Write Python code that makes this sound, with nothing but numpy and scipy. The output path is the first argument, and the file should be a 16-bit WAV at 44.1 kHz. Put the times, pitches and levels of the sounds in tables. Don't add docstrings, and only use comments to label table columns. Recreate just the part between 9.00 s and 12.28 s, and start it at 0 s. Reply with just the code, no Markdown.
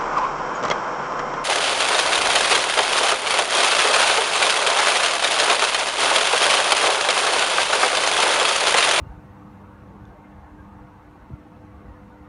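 import sys
import numpy as np
from scipy import signal
from scipy.fft import rfft, irfft
from scipy.io import wavfile
from scipy.ndimage import uniform_filter1d

SR = 44100
rng = np.random.default_rng(int(sys.argv[2]) if len(sys.argv) > 2 else 0)


def dump_mix(stems):
    frames = np.atleast_2d(stems).T
    limited = np.clip(frames, -1, 1)
    pcm = np.round(limited * 32767).astype(np.int16)
    wavfile.write(sys.argv[1], SR, pcm)


def amplitude_ratio(level_db):
    exponent = np.asarray(level_db, float) / 20
    return 10 ** exponent


N = 144648

# pitch_hz, level_db (per Hz)
ROAR_COLOUR = [(20, -3), (200, -2.5), (330, -7.5), (580, -14.5), (920, -9.5), (1500, -16.5), (2100, -26),
               (3200, -47)]


def evened(x):
    return x / np.sqrt(np.mean(x ** 2) + 1e-20)


def along(points):
    return np.interp(np.arange(N) / SR, *np.transpose(points))


def slow(top_hz):
    t = np.arange(N) / SR
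    rates_hz = np.geomspace(.3, top_hz, 16)
    return evened(sum(np.sin(2 * np.pi * (f * t + rng.random())) / np.sqrt(f) for f in rates_hz))


def blurred(chance, bins, frames):
    return evened(uniform_filter1d(uniform_filter1d(chance, size=bins, axis=0), size=frames, axis=1))


def noise(points, patchy_db, size=1024, grain_db=0):
    hz = np.fft.rfftfreq(size, 1 / SR)
    real, imaginary, chance = rng.standard_normal((4 * N // size + 5, len(hz), 3)).T
    grain = blurred(chance, bins=2, frames=5)
    patches = blurred(chance, bins=9, frames=12)
    point_hz, point_db = np.transpose(points)
    colour = np.interp(np.log(hz + 1), np.log(point_hz), point_db, left=-60, right=-60)
    gain = amplitude_ratio(colour[:, None] + patchy_db * patches + grain_db * grain)
    sound = signal.istft((real + 1j * imaginary) * gain, nperseg=size, noverlap=size * 3 // 4)[1]
    return evened(sound[:N])


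def hum():
    # multiple, level_db (rms), sway_share (0-1)
    multiples = [(1, -55, .6), (2, -53, 1.0), (3, -54.5, .25), (4, -73, .2), (5, -61, .1), (7, -72, .3),
                 (8, -68, .1), (9, -64, 0), (11, -67, 0), (13, -78, 0), (19, -82, 0), (21, -78, 0),
                 (23, -88, 0), (26, -89, 0), (27, -83, 0), (29, -91, 0), (37, -93, 0), (40, -92.5, 0),
                 (42, -96, 0)]
    # time_s, level_db
    hand_sway = [(0, -7), (.12, -6), (.34, -1), (.45, 5.5), (1.05, 5), (1.17, -7), (1.3, 4), (1.52, -5),
                 (1.72, 2), (1.84, 1.5), (1.93, -6.5), (2.15, -26), (2.4, -4.5), (2.6, -4), (2.78, 1),
                 (2.93, -6.5), (3.1, -1.5), (3.28, 0.1)]
    # multiple, throbs_per_s, crest_s, depth_db
    throbbing = (3, 3.6, 1.0, 4)
    throbbing_multiple, throbs_per_s, crest_s, depth_db = throbbing
    core_hz, drift_hz_per_s, waver_db = 100.035, .009, 2.1
    t = np.arange(N) / SR
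    sway_db = along(hand_sway)
    turns = core_hz * t + drift_hz_per_s * t ** 2 / 2
    throb_db = depth_db * np.cos(2 * np.pi * throbs_per_s * (t - crest_s))
    out = np.zeros(N)
    for multiple, db, share in multiples:
        level_db = db + share * sway_db + waver_db * slow(top_hz=21.86)
        if multiple == throbbing_multiple:
            level_db = level_db + throb_db
        tone = np.sin(2 * np.pi * (multiple * turns + rng.random()))
        out += np.sqrt(2) * amplitude_ratio(level_db) * tone
    return out


def wind():
    # pitch_hz, level_db (per Hz)
    rumble_colour = [(25, -33), (45, 4.5), (70, 7), (110, -10.5), (170, -10), (260, -23.5), (400, -48)]
    # time_s, level_db (rms)
    gusts = [(0, -52), (.14, -48), (.22, -52), (.31, -47), (.4, -58), (.6, -49), (.75, -49), (.9, -50),
             (1.1, -43), (1.22, -54), (1.6, -53), (1.95, -49.5), (2.15, -45.5), (2.27, -51), (2.45, -48),
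             (2.67, -52), (2.88, -48.5), (3.28, -55)]
    # time_s, peak_db, pitch_hz, length_cycles
    eddies = [(0.02, -27, 85, 1), (0.034, -28, 96, 0.41), (.070, -28.5, 120, 1), (.091, -35, 60, 0.83),
              (.108, -29, 51, 0.9), (0.31, -35.5, 70, 0.76), (0.456, -35, 129, .7), (.55, -40, 120, 0.53),
              (0.824, -36.5, 90, 0.6), (0.864, -39, 100, 0.64), (.948, -36, 130, 0.53),
              (1.024, -30, 82, 0.28), (1.081, -36, 110, 0.34), (2.75, -47, 120, .6), (2.89, -38, 75, .8),
              (3.216, -36, 80, 0.43), (2.3044, -31, 288, 0.98), (2.333, -40, 229, 0.57),
              (2.315, -31, 118, 0.99), (2.325, -32, 110, 0.51), (2.339, -21.5, 100, 0.49)]
    sag, rise_cycles = 0.28, 0.43
    t = np.arange(N) / SR
    strength_db = along(gusts) + 2.2 * slow(top_hz=24.2)
    out = amplitude_ratio(strength_db) * noise(rumble_colour, patchy_db=3.5, size=4096)
    for start_s, db, hz, cycles in eddies:
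        u = (t - start_s) * hz
        swell = np.exp(-(u / np.where(u < 0, rise_cycles, cycles)) ** 2)
        out += 0.86 * amplitude_ratio(db) * swell * np.sin(2 * np.pi * (u - sag * u ** 2 / (1 + abs(u))))
    return out


def tick():
    # pitch_hz, level_db, t60_s (fall by 60 dB)
    modes = [(3560, -53.5, .018), (4300, -60, .004), (4900, -60.5, .005), (5600, -60.5, .005),
             (6600, -61, .013)]
    u = np.maximum(np.arange(N) / SR - 1.0533, 0)
    return sum(amplitude_ratio(db - 60 * u / t60) * np.sin(2 * np.pi * hz * u) for hz, db, t60 in modes)


def traffic():
    # pitch_hz, level_db (per Hz)
    hiss_colour = [(1500, -19.5), (2300, -1), (2750, -2.5), (3050, -5.5), (4980, -13), (5780, -13.5),
                   (10500, -19.5), (16500, -24.5)]
    roar_db = -49.5 + 2.0 + .5 * slow(top_hz=2.81)
    roar = amplitude_ratio(roar_db) * noise(ROAR_COLOUR, patchy_db=1.5, size=2048, grain_db=1.76)
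    hiss = amplitude_ratio(-69.5) * noise(hiss_colour, patchy_db=0.6, size=512, grain_db=1.5)
    return roar + hiss


def engine():
    # start_s, length_s, level_db (rms), pitch_hz, width_hz
    far_pass = (-0.1, 1, -54.5, 141.5, 29.5)
    start_s, length_s, db, hz, width_hz = far_pass
    t = np.arange(N) / SR
    fuzz = noise([(hz - width_hz, -20), (hz, 0), (hz + width_hz, -20)], patchy_db=2.5, size=4096)
    swell = np.sqrt(abs(np.sin(np.pi * np.clip((t - start_s) / length_s, 0, 1))))
    return amplitude_ratio(db) * swell * fuzz


def tyre_whines():
    whines_per_s, base_db, low_hz, high_hz = 120, -57, 499.2, 3590
    roar_hz, roar_db = np.transpose(ROAR_COLOUR)
    out, t = np.zeros(N), np.arange(SR // 8) / SR
    for place, height, luck, bend in rng.random((round(whines_per_s * N / SR), 4)):
        hz = low_hz * (high_hz / low_hz) ** height
        v = np.minimum(t / (0.027 + 0.05 * bend), 1)
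        db = base_db + np.interp(np.log(hz), np.log(roar_hz), roar_db) - roar_db[4]
        db = db + 5.9 * height ** 2 - 1.96 * np.log(luck)
        glide = 1 + 0.044 * (bend - .5) * t
        whine = amplitude_ratio(db) * np.sin(np.pi * v) ** 2 * np.sin(2 * np.pi * hz * t * glide)
        part = out[int(place * N):][:len(t)]
        part += whine[:len(part)]
    return out


def brake_squeaks():
    # start_s, length_s, level_db, pitch_hz
    squeaks = [(.022, .028, -65, 2770), (.045, .042, -62, 2790), (.085, .03, -69, 2810),
               (.64, .025, -65, 2680), (1.17, .03, -62, 2090), (1.232, .036, -56.5, 2110),
               (1.195, .03, -65, 2370), (1.305, .035, -65, 2700)]
    rise_hz = 70
    t, out = np.arange(N) / SR, np.zeros(N)
    for start_s, length_s, db, hz in squeaks:
        v = np.clip((t - start_s) / length_s, 0, 1)
        turns = hz * t + rise_hz * length_s * (v ** 2 - v) / 2
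        out += amplitude_ratio(db) * np.sin(np.pi * v) ** 2 * np.sin(2 * np.pi * turns)
    return out


def scene():
    near = hum() + wind() + tick()
    far = traffic() + engine() + tyre_whines() + brake_squeaks()
    return (near + far)[None]


def band_limit(x):
    return signal.sosfilt(signal.butter(12, 15690, fs=SR, output="sos"), x)


def record(dry):
    # pitch_hz, width_hz, level_db
    port_dips = [(4910, 220, -3), (7630, 570, -2), (10400, 470, -3.5)]
    low_cut_hz, margin = 46, SR // 4
    wide = np.pad(dry, ((0, 0), (margin, margin)), mode="reflect", reflect_type="odd")
    size = wide.shape[1]
    hz = np.fft.rfftfreq(size, 1 / SR)
    colour_db = sum(db * np.exp(-((hz - f) / width_hz) ** 2) for f, width_hz, db in port_dips)
    colour_db = colour_db - 10 * np.log10(1 + (low_cut_hz / (hz + 1)) ** 6)
    mix = irfft(rfft(wide) * amplitude_ratio(colour_db), size)[:, margin:margin + N]
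    return band_limit(mix)


dry = scene()
out = record(dry)
dump_mix(out)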